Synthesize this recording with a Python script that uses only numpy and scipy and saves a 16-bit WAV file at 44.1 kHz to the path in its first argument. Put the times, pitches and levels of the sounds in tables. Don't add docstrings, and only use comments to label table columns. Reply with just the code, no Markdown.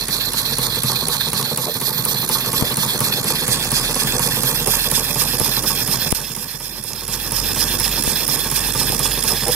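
import sys
import numpy as np
from scipy import signal
from scipy.fft import rfft, irfft, next_fast_len
from scipy.io import wavfile
from scipy.ndimage import uniform_filter1d, map_coordinates

SR = 44100
rng = np.random.default_rng(int(sys.argv[2]) if len(sys.argv) > 2 else 0)


def output_pcm(signal):
    pcm = np.clip(np.atleast_2d(signal).T, -1, 1) * 32767
    wavfile.write(sys.argv[1], SR, np.round(pcm).astype(np.int16))


def ratio_of_db(decibels):
    return 10 ** (np.asarray(decibels, float) / 20)


N = 421148
CLOCK = np.arange(N) / SR

# (time [s], pitch [Hz], level [dB])
HUM = [(0, 45.5, -42), (1.25, 44.1, -42), (1.6, 43.6, -57), (2.3, 37, -47), (3.3, 37, -49), (3.6, 37, -37),
       (4.36, 37.1, -40), (5.3, 41.8, -36.5), (6.1, 43, -39), (6.6, 42.5, -39), (7.45, 44.8, -31.5),
       (8.24, 45.2, -37.5), (9.2, 45.6, -33), (9.55, 45, -37)]
OCTAVE_DB = -6.5
# (frequency [Hz], density [dB per Hz])
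RUMBLE = [(20, -23), (60, -3), (120, -10), (220, -2), (330, -3), (700, -14), (1500, -22.5)]

# (time [s], left level [dB], right minus left [dB])
POPS = [
    (2.6243, 2.5, -22),
    (5.4147, -0.5, -19),
    (6.126, 5, -27),
    (8.0773, -1, -22),
    (8.901, -4, -18),
]
LOUDEST_POP_S = POPS[2][0]
# (time [s], peak level [dB], pan [dB])
SPLATS = [
    (1.4277, -9.5, -1),
    (6.933, -13.5, -13),
]
GAIN_DROP_DB, GAIN_FALL_S, GAIN_HOLD_S, GAIN_RISE_S, GAIN_STEP = -9, 0.36, 0.39, 0.67, 0.34

# (time [s], turns done [count])
CRANK = [(.0831, 0), (1.0835, 4), (1.331, 5), (1.5739, 6), (2.2901, 9), (2.7698, 11), (3.0041, 12),
         (3.9546, 16), (4.6719, 19), (5.3975, 22), (5.8752, 24), (6.363, 26), (6.8383, 28), (7.5601, 31),
         (8.0368, 33), (8.2783, 34), (8.7486, 36), (9.481, 39)]
# (part of a turn [0-1], barrel level [dB], frame level [dB], rod level [dB])
KNOCKS = [(.01, -6.5, -6.5, 2), (.04, -14, -16.5, -0.5), (.1, -13, -18.5, -22), (.26, -13.5, -9, 2.5),
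          (.35, -9.5, -11.5, -1.5), (.41, -12, -12.5, -6.5), (.56, -13, -17, -15.5), (0.74, -9.5, -6, -1.5),
          (0.798, -10.5, -12.5, -3.5)]
# (frequency [Hz], width [Hz], level [dB])
BARREL = [(89, 20, -12.5), (126.1, 15.3, 3), (162.9, 14.4, 0), (206, 16.4, -1.5), (254, 32.6, -5.5)]
# (frequency [Hz], width [Hz], level [dB])
FRAME = [(375, 54, 0.5), (455.6, 18.5, 7.5), (498.3, 18.2, 7), (592.6, 25, 4), (785, 102, 0)]
# (frequency [Hz], width [Hz], level [dB])
ROD = [(861.6, 15, 7), (934, 122, 7), (1101, 15.7, 14), (1194, 70, 6.5), (1750, 720, -40)]
KNOCK_DB, KNOCK_SCATTER_DB = 1.8, 0.95

# (frequency [Hz], level [dB], decay by 60 dB [s])
VALVE = [(8040, -27, 0.022), (10110, -7, 0.011), (10975, -1.5, 0.053), (10810, 9, 0.0068),
         (12970, -28, 0.01), (14400, -9, 0.013)]
SOFT_TURNS = [0, 1, 7, 10, 13, 16, 21, 24, 27, 31, 36]
SOFT_DB, TICK_SCATTER_DB, CLACK_DB = -5, 0.8, -16.5
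TICK_DB = (-3.5, -1)
HIDDEN_S, HIDDEN_DB = 3.85, (-10, 1.5)

# (part of a turn [0-1], level [dB])
FIRST = [(.01, -18), (.04, -6.5), (.1, -1.5), (.2, 4.5), (.3, 1.5), (.345, -6.5), (.37, -70)]
# (part of a turn [0-1], level [dB])
SECOND = [(.38, -7), (.44, -11.5), (.5, 0.5), (.62, -2), (.75, -2.5), (.84, -3), (.9, -55), (.92, -65)]
# (part of a turn [0-1], level [dB], length [turns])
SPITS = [(.34, -1.5, 0.015), (.4, -6, 0.013), (.71, -3.5, 0.0075), (.82, -5.5, 0.0087), (.89, -6, .011),
         (.957, -4, 0.014)]
# (frequency [Hz], level [dB])
BRIGHT = [(1500, -1), (4000, 2.5), (8000, 2.5), (14000, -3)]
# (frequency [Hz], level [dB])
DULL = [(1500, 1), (4000, 4.5), (8000, -10), (14000, -2.5)]
# (frequency [Hz], level [dB])
SPRAY = [(1500, 6.5), (4000, 5.5), (8000, 11.5), (14000, -1)]
# (frequency [Hz], level [dB])
LEAK = [(1500, 2), (4000, -2), (8000, 3), (14000, -5.5)]
FIRST_DB, SECOND_DB, STROKE_SCATTER_DB = 0, 1.4, 0.4
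LAP_AT, LAP_TURNS, LAP_DB = .92, .012, -7
PIPE_HZ, PIPE_BEHIND = 855, .34

# (time [s], steam level [dB], frame level [dB], fire level [dB])
NEAR = [(0, -25.5, -34.5, -36.5), (.7, -23.5, -27.5, -38), (1.7, -26, -30.5, -40.5),
        (2.6, -23, -28.5, -33.5), (3.5, -20.5, -27.5, -33.5), (5, -21, -27.5, -36), (5.9, -24, -30, -36),
        (8, -22, -31, -33.5), (8.6, -23, -30.5, -35.5), (9.1, -22.5, -30, -31.5), (9.55, -22.5, -28.5, -40)]
# (time [s], behind [0-1], left port lag [ms], boiler echo share [0-1], echo comb spacing [Hz])
WALK = [(.7, 0, 0.18, 0.01, 1600), (2.2, 0.04, 0.2, 0, 1680), (3.6, 0.37, 0.16, 0.04, 1604),
        (4.3, 0.58, 0.16, 0.1, 1630), (5.2, 0.66, 0.087, 0.08, 1680), (6.5, 0.79, 0.072, 0.11, 1778),
        (9.55, 0.87, 0.043, 0.18, 1710)]
# (frequency [Hz], level from the front [dB], level from behind [dB])
LEFT = [(1150, -11, -9), (4200, -11, -13), (5200, -13.5, -24.5), (6500, -21.5, -25.5), (8520, -10.5, -20.5),
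        (10700, -10.5, -19), (13800, -12.5, -20.5), (15400, -25, -33)]
# (frequency [Hz], level from the front [dB], level from behind [dB])
RIGHT = [(1130, -4.5, -14), (2780, -13.5, -12.5), (3440, -5.5, -8.5), (6330, -8.5, -10), (7070, -11.5, -11),
         (9980, -6, -2.5), (14100, -3.5, -0.9), (15240, -15.5, -11)]
# (frequency [Hz], left-right coherence [0-1])
ALIKE = [(1000, .85), (2000, .7), (2900, .84), (4000, .75), (7000, .62), (15000, .68)]
# (time [s], gap pitch [Hz], gap level [dB], left beam level [dB], right beam level [dB])
GAP = [(0, 4120, 9, 0, 4.5), (1.3, 4030, 8, 0, 4.7), (2, 4200, 5.5, 3, 10.5), (3, 4136, 3, 9, 1.5),
       (3.801, 4693, 4.5, 0, -6), (4.4, 5050, 2, 1, 3), (5.6, 5200, 8, 1.3, 3.2), (9.55, 5200, 5.5, 1, -.6)]
UPPER_GAP, UPPER_SHARE = 1.093, 0.58
GAP_WIDTH_HZ, BEAM_HZ, BEAM_WIDTH_HZ = 380, 13200, 1800
# (time [s], frequency [Hz], level [dB])
HAND = [(0, 7200, -2), (1.5, 7900, -7), (2.3, 8580, -8), (3.5, 10000, -13), (3.75, 9000, -10),
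        (4, 7000, -8), (5.5, 8980, -6.5), (6.2, 9300, -4.5)]
HAND_WIDTH_HZ = 760
GROUND_HZ, GROUND_BEHIND = 947.5, .55

ATTACK_DB = 4.8


def unit(x):
    return x / np.sqrt(np.mean(x ** 2) + 1e-20)


def along(points, hz, column=1):
    table = np.transpose(points)
    return np.interp(np.log(hz + 1), np.log(table[0] + 1), table[column])


def curves(rows, t=CLOCK):
    s, *columns = np.transpose(rows)
    return [np.interp(t, s, column) for column in columns]


def wobble(rate):
    return map_coordinates(rng.standard_normal(int(N * rate / SR) + 4), [np.arange(N) * rate / SR])


def filtered(x, response):
    m = next_fast_len(N + 8192, real=True)
    return irfft(rfft(x, m) * response(np.fft.rfftfreq(m, 1 / SR)), m)[..., :N]


def modes(table):
    def response(f):
        total = 0
        for k, (centre, width, db) in enumerate(table):
            total = total + (-1) ** k * ratio_of_db(db) * 1j * f * width / (centre ** 2 - f ** 2 + 1j * f * width)
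        return total
    return response


def crank():
    s, done = np.transpose(CRANK)
    s = np.interp(np.arange(done[-1] + 1), done, s)
    return np.r_[2 * s[0] - s[1], s, 2 * s[-1] - s[-2]]


def yard():
    hz, db = curves(HUM)
    phase = 2 * np.pi * np.cumsum(hz) / SR
    fundamental = ratio_of_db(db + 2.1 * wobble(10)) * np.sin(phase)
    octave = ratio_of_db(db + OCTAVE_DB + 2.0 * wobble(2.94)) * np.sin(2 * phase)
    hum = np.sqrt(2) * (fundamental + octave)
    fire = filtered(rng.standard_normal((2, N)), lambda f: ratio_of_db(along(RUMBLE + [(3000, -57)], f)))
    middle, side = fire * ratio_of_db(1.45 * wobble(18))
    rumble = unit(np.array([middle + .45 * side, middle - .45 * side]))
    return hum * ratio_of_db([[-.7], [.7]]), rumble


def pops():
    out = np.zeros((2, N + SR))
    u = np.arange(1500) / SR / .0018
    step = (1 - u) * np.exp(-u) * (1 - np.exp(-u / 0.069))
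    for s, db, right_db in POPS:
        out[:, round(s * SR):][:, :len(u)] += ratio_of_db([[db], [db + right_db]]) * step
    return out[:, :N]


def splats():
    out, t = np.zeros((2, N + SR)), np.arange(400) / SR
    for s, db, pan_db in SPLATS:
        port_db = db + 3 + np.array([[.5], [-.5]]) * pan_db
        out[:, round(s * SR):][:, :len(t)] += ratio_of_db(port_db - 60 * t / .009) * rng.standard_normal(len(t))
    return filtered(out[:, :N], modes([(4760, 3500, 0)]))


def gain_db():
    knots = LOUDEST_POP_S + np.cumsum([0, GAIN_FALL_S, GAIN_HOLD_S, GAIN_RISE_S])
    return GAIN_DROP_DB * np.interp(CLOCK, knots, [GAIN_STEP, 1, 1, 0], left=0)


def knocks():
    edges, t = crank(), np.arange(2000) / SR
    strength = KNOCK_DB + KNOCK_SCATTER_DB * rng.standard_normal(len(edges))
    rub_db = 6.0 * np.pad([wobble(25), wobble(25), wobble(25)], ((0, 0), (0, SR)))
    force = ratio_of_db([[-17], [-15], [-18]]) * rng.standard_normal((3, N + SR)) * ratio_of_db(rub_db)
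    push = 3 * ratio_of_db(-60 * t / 0.0033)
    rattle_shape = ratio_of_db(-60 * t / 0.093) * (1 - np.exp(-t / 0.00097))
    for start, end, turn_db in zip(edges, edges[1:], strength):
        for at, *group_db in KNOCKS:
            part = at + rng.normal(0, 0.00612)
            i = round((start + part * (end - start)) * SR)
            blow = push + rattle_shape * rng.standard_normal((3, len(t)))
            size = ratio_of_db(turn_db + np.array(group_db) + rng.normal(0, 2.3, 3))
            if i >= 0:
                force[:, i:i + len(t)] += size[:, None] * blow
    barrel, frame, rod = (unit(filtered(f[:N], modes(m))) for f, m in zip(force, (BARREL, FRAME, ROD)))
    return unit(barrel + ratio_of_db(-4.0) * frame + ratio_of_db(-4.5) * rod)


def ticks():
    out, clacks, t = np.zeros((2, N + SR)), np.zeros(N + SR), np.arange(1500) / SR
    for k, s in enumerate(crank()[1:-1]):
        i = round(s * SR)
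        db = np.add(TICK_DB, np.multiply(HIDDEN_DB, s > HIDDEN_S)) + SOFT_DB * (k in SOFT_TURNS)
        ring = 0
        for hz, level, t60 in VALVE:
            envelope = ratio_of_db(level + rng.normal(0, 0.37, (2, 1)) - 60 * t / t60)
            ring = ring + envelope * np.sin(2 * np.pi * hz * t + rng.uniform(0, 11.2, (2, 1)))
        crack = 2.1 * ratio_of_db(-60 * t / .01) * rng.standard_normal((2, len(t)))
        snap = (ring + crack) * (1 - np.exp(-t / .0005))
        snap = snap + .5 * np.pad(snap, ((0, 0), (70, 0)))[:, :len(t)]
        size = ratio_of_db(db - 8.0 + TICK_SCATTER_DB * rng.standard_normal(2))
        out[:, i:][:, :len(t)] += size[:, None] * snap
        clack = ratio_of_db(CLACK_DB - 60 * t / .06) * (1 - np.exp(-t / .0015)) * rng.standard_normal(len(t))
        clacks[i:][:len(t)] += clack
    bright = filtered(out[:, :N], modes([(11000, 8500, -.5)]))
    return bright + filtered(clacks[:N], modes([(2500, 2000, 0)]))


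def steam_gates():
    count = len(crank())
    turns = np.interp(CLOCK, crank(), np.arange(count))
    whole, part = turns.astype(int), turns % 1
    stroke_db = np.array([FIRST_DB, SECOND_DB]) + STROKE_SCATTER_DB * rng.standard_normal((count, 2))
    first_db, second_db = stroke_db[whole].T
    scatter = rng.standard_normal((count, len(SPITS), 2))
    spits = 0
    for k, (at, db, length) in enumerate(SPITS):
        level, shift = scatter[whole, k].T
        pulse = np.exp(-((part - at - 0.0021 * shift) / length) ** 2)
        spits = spits + ratio_of_db(db + 2 * np.tanh(level)) * pulse

    def opening(table):
        return ratio_of_db(np.interp(part, *np.transpose(table), left=-60, right=-60))

    lap_db = LAP_DB * np.exp(-((part - LAP_AT) / LAP_TURNS) ** 2)
    leak = ratio_of_db(-4 + 2.3 * curves(WALK)[0] + lap_db)
    return [ratio_of_db(first_db) * opening(FIRST), ratio_of_db(second_db) * opening(SECOND), spits, leak]


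def steam_jets():
    pipe_returns = [.2, .35, .15, .2]
    jets = 0
    for gate, colour, back in zip(steam_gates(), (BRIGHT, DULL, SPRAY, LEAK), pipe_returns):
        flutter = ratio_of_db(1.2 * wobble(60) + 1.2 * wobble(250))
        hz, t, z = signal.stft(gate * flutter * rng.standard_normal((2, N)), SR, nperseg=1024)
        pipe = ratio_of_db(along(colour, hz)) / (1 - back * np.exp(-2j * np.pi * hz / PIPE_HZ))
        jets = jets + z * pipe[:, None]
    clouds = uniform_filter1d(rng.standard_normal(jets.shape[1:]), size=10, axis=0)
    clouds = uniform_filter1d(clouds, size=2, axis=1)
    return hz[:, None], t, jets * ratio_of_db(2.2 * unit(clouds))


def steam():
    hz, t, (own, shared) = steam_jets()

    def delayed(spacing_hz):
        return np.exp(-2j * np.pi * hz / spacing_hz)

    behind, lag_ms, share, comb_hz = curves(WALK, t)
    lag_ms = lag_ms + .014 * np.interp(t, CLOCK, wobble(9))
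    gap_hz, gap_db, left_beam_db, right_beam_db = curves(GAP, t)
    beam = np.exp(-((hz - BEAM_HZ) / BEAM_WIDTH_HZ) ** 2)

    def port_gain(port, beam_db):
        return ratio_of_db((1 - behind) * along(port, hz) + behind * along(port, hz, column=2) + beam_db * beam)

    left, right = port_gain(LEFT, left_beam_db), port_gain(RIGHT, right_beam_db)
    hand_hz, hand_db = curves(HAND, t)
    left = left * ratio_of_db(hand_db * np.exp(-((hz - hand_hz) / HAND_WIDTH_HZ) ** 2))

    def ring(centre_hz):
        return 1 / (1 + ((hz - centre_hz) / GAP_WIDTH_HZ) ** 2)

    right = right * ratio_of_db(gap_db * (ring(gap_hz) + UPPER_SHARE * ring(UPPER_GAP * gap_hz)))
    bounce = GROUND_BEHIND * behind / (1 + (5000 / (hz + 1)) ** 8 + (hz / 8800) ** 8)
    left = left * (1 - bounce * delayed(GROUND_HZ))
    detour_ms = lag_ms / (1 + (2000 / (hz + 1)) ** 6)
    alike = along(ALIKE, hz)
    lagging = np.exp(-2j * np.pi * hz * detour_ms / 1000) * shared
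    left = left * (np.sqrt(1 - alike ** 2) * own + alike * lagging)
    wall = share / (1 + (3600 / (hz + 1)) ** 4)
    right = right * shared * (1 + wall * delayed(comb_hz)) ** 2
    down_pipe = 1 + PIPE_BEHIND * behind / (1 + (hz / 7000) ** 2) * delayed(PIPE_HZ)
    low_cut = hz ** 2 / (hz ** 2 + 1100 ** 2)
    pair = signal.istft(down_pipe * np.array([left, right]) * low_cut, SR, nperseg=1024)[1][:, :N]
    return pair / np.std(pair.mean(axis=0))


def scene():
    steam_db, frame_db, fire_db = curves(NEAR)
    hum, rumble = yard()
    iron = knocks()
    echo = .24 * np.pad(iron, (260, 0))[:N]
    iron = np.array([iron + echo, 1.07 * iron - echo])
    engine = ratio_of_db(steam_db) * steam() + ratio_of_db(frame_db) * iron + ratio_of_db(fire_db) * rumble + ticks() + hum
    since = CLOCK - LOUDEST_POP_S
    duck = 1 - 0.66 * (since > 0) * (since < .022)
    return (engine * ratio_of_db(gain_db()) + splats()) * uniform_filter1d(duck, size=60) + pops()


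def drop_faint_bands(x):
    hz, t, z = signal.stft(x, SR, nperseg=1024)
    hz = hz[:, None]
    paired = hz < 3300
    z = np.where(paired, [z[0] + z[1], z[0] - z[1]], np.sqrt(2) * z)
    bands = (abs(z[:, :-1]) ** 2).reshape(2, -1, 4, len(t)).mean(axis=2)
    treble = bands[0, 58:68].mean(axis=0)
    attack = treble > ratio_of_db(2 * ATTACK_DB) * uniform_filter1d(treble, size=21)
    bands = uniform_filter1d(bands, size=4, axis=2)
    power = np.pad(np.repeat(bands, 4, axis=1), ((0, 0), (0, 1), (0, 0)))
    loudness = bands[:, 16:88].mean(axis=(0, 1))
    threshold = [(2300, -30), (2650, -8.5), (3100, -8.5), (3500, -15), (6000, -14.5),
                 (12000, -15.5), (14500, -15), (15600, -12), (15800, 3)]
    audible = power > loudness * ratio_of_db(2 * along(threshold, hz))
    z = z * (audible | attack & (hz < 15850)) * (hz < 16450)
    z = np.where(paired, [(z[0] + z[1]) / 2, (z[0] - z[1]) / 2], z / np.sqrt(2))
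    return signal.istft(z, SR, nperseg=1024)[1][:, :N]


def band_limit(x):
    return signal.sosfilt(signal.butter(12, 16510, fs=SR, output="sos"), x)


def record(dry):
    mix = drop_faint_bands(np.clip(dry, -1, 1))
    return band_limit(mix)


dry = scene()
out = record(dry)
output_pcm(out)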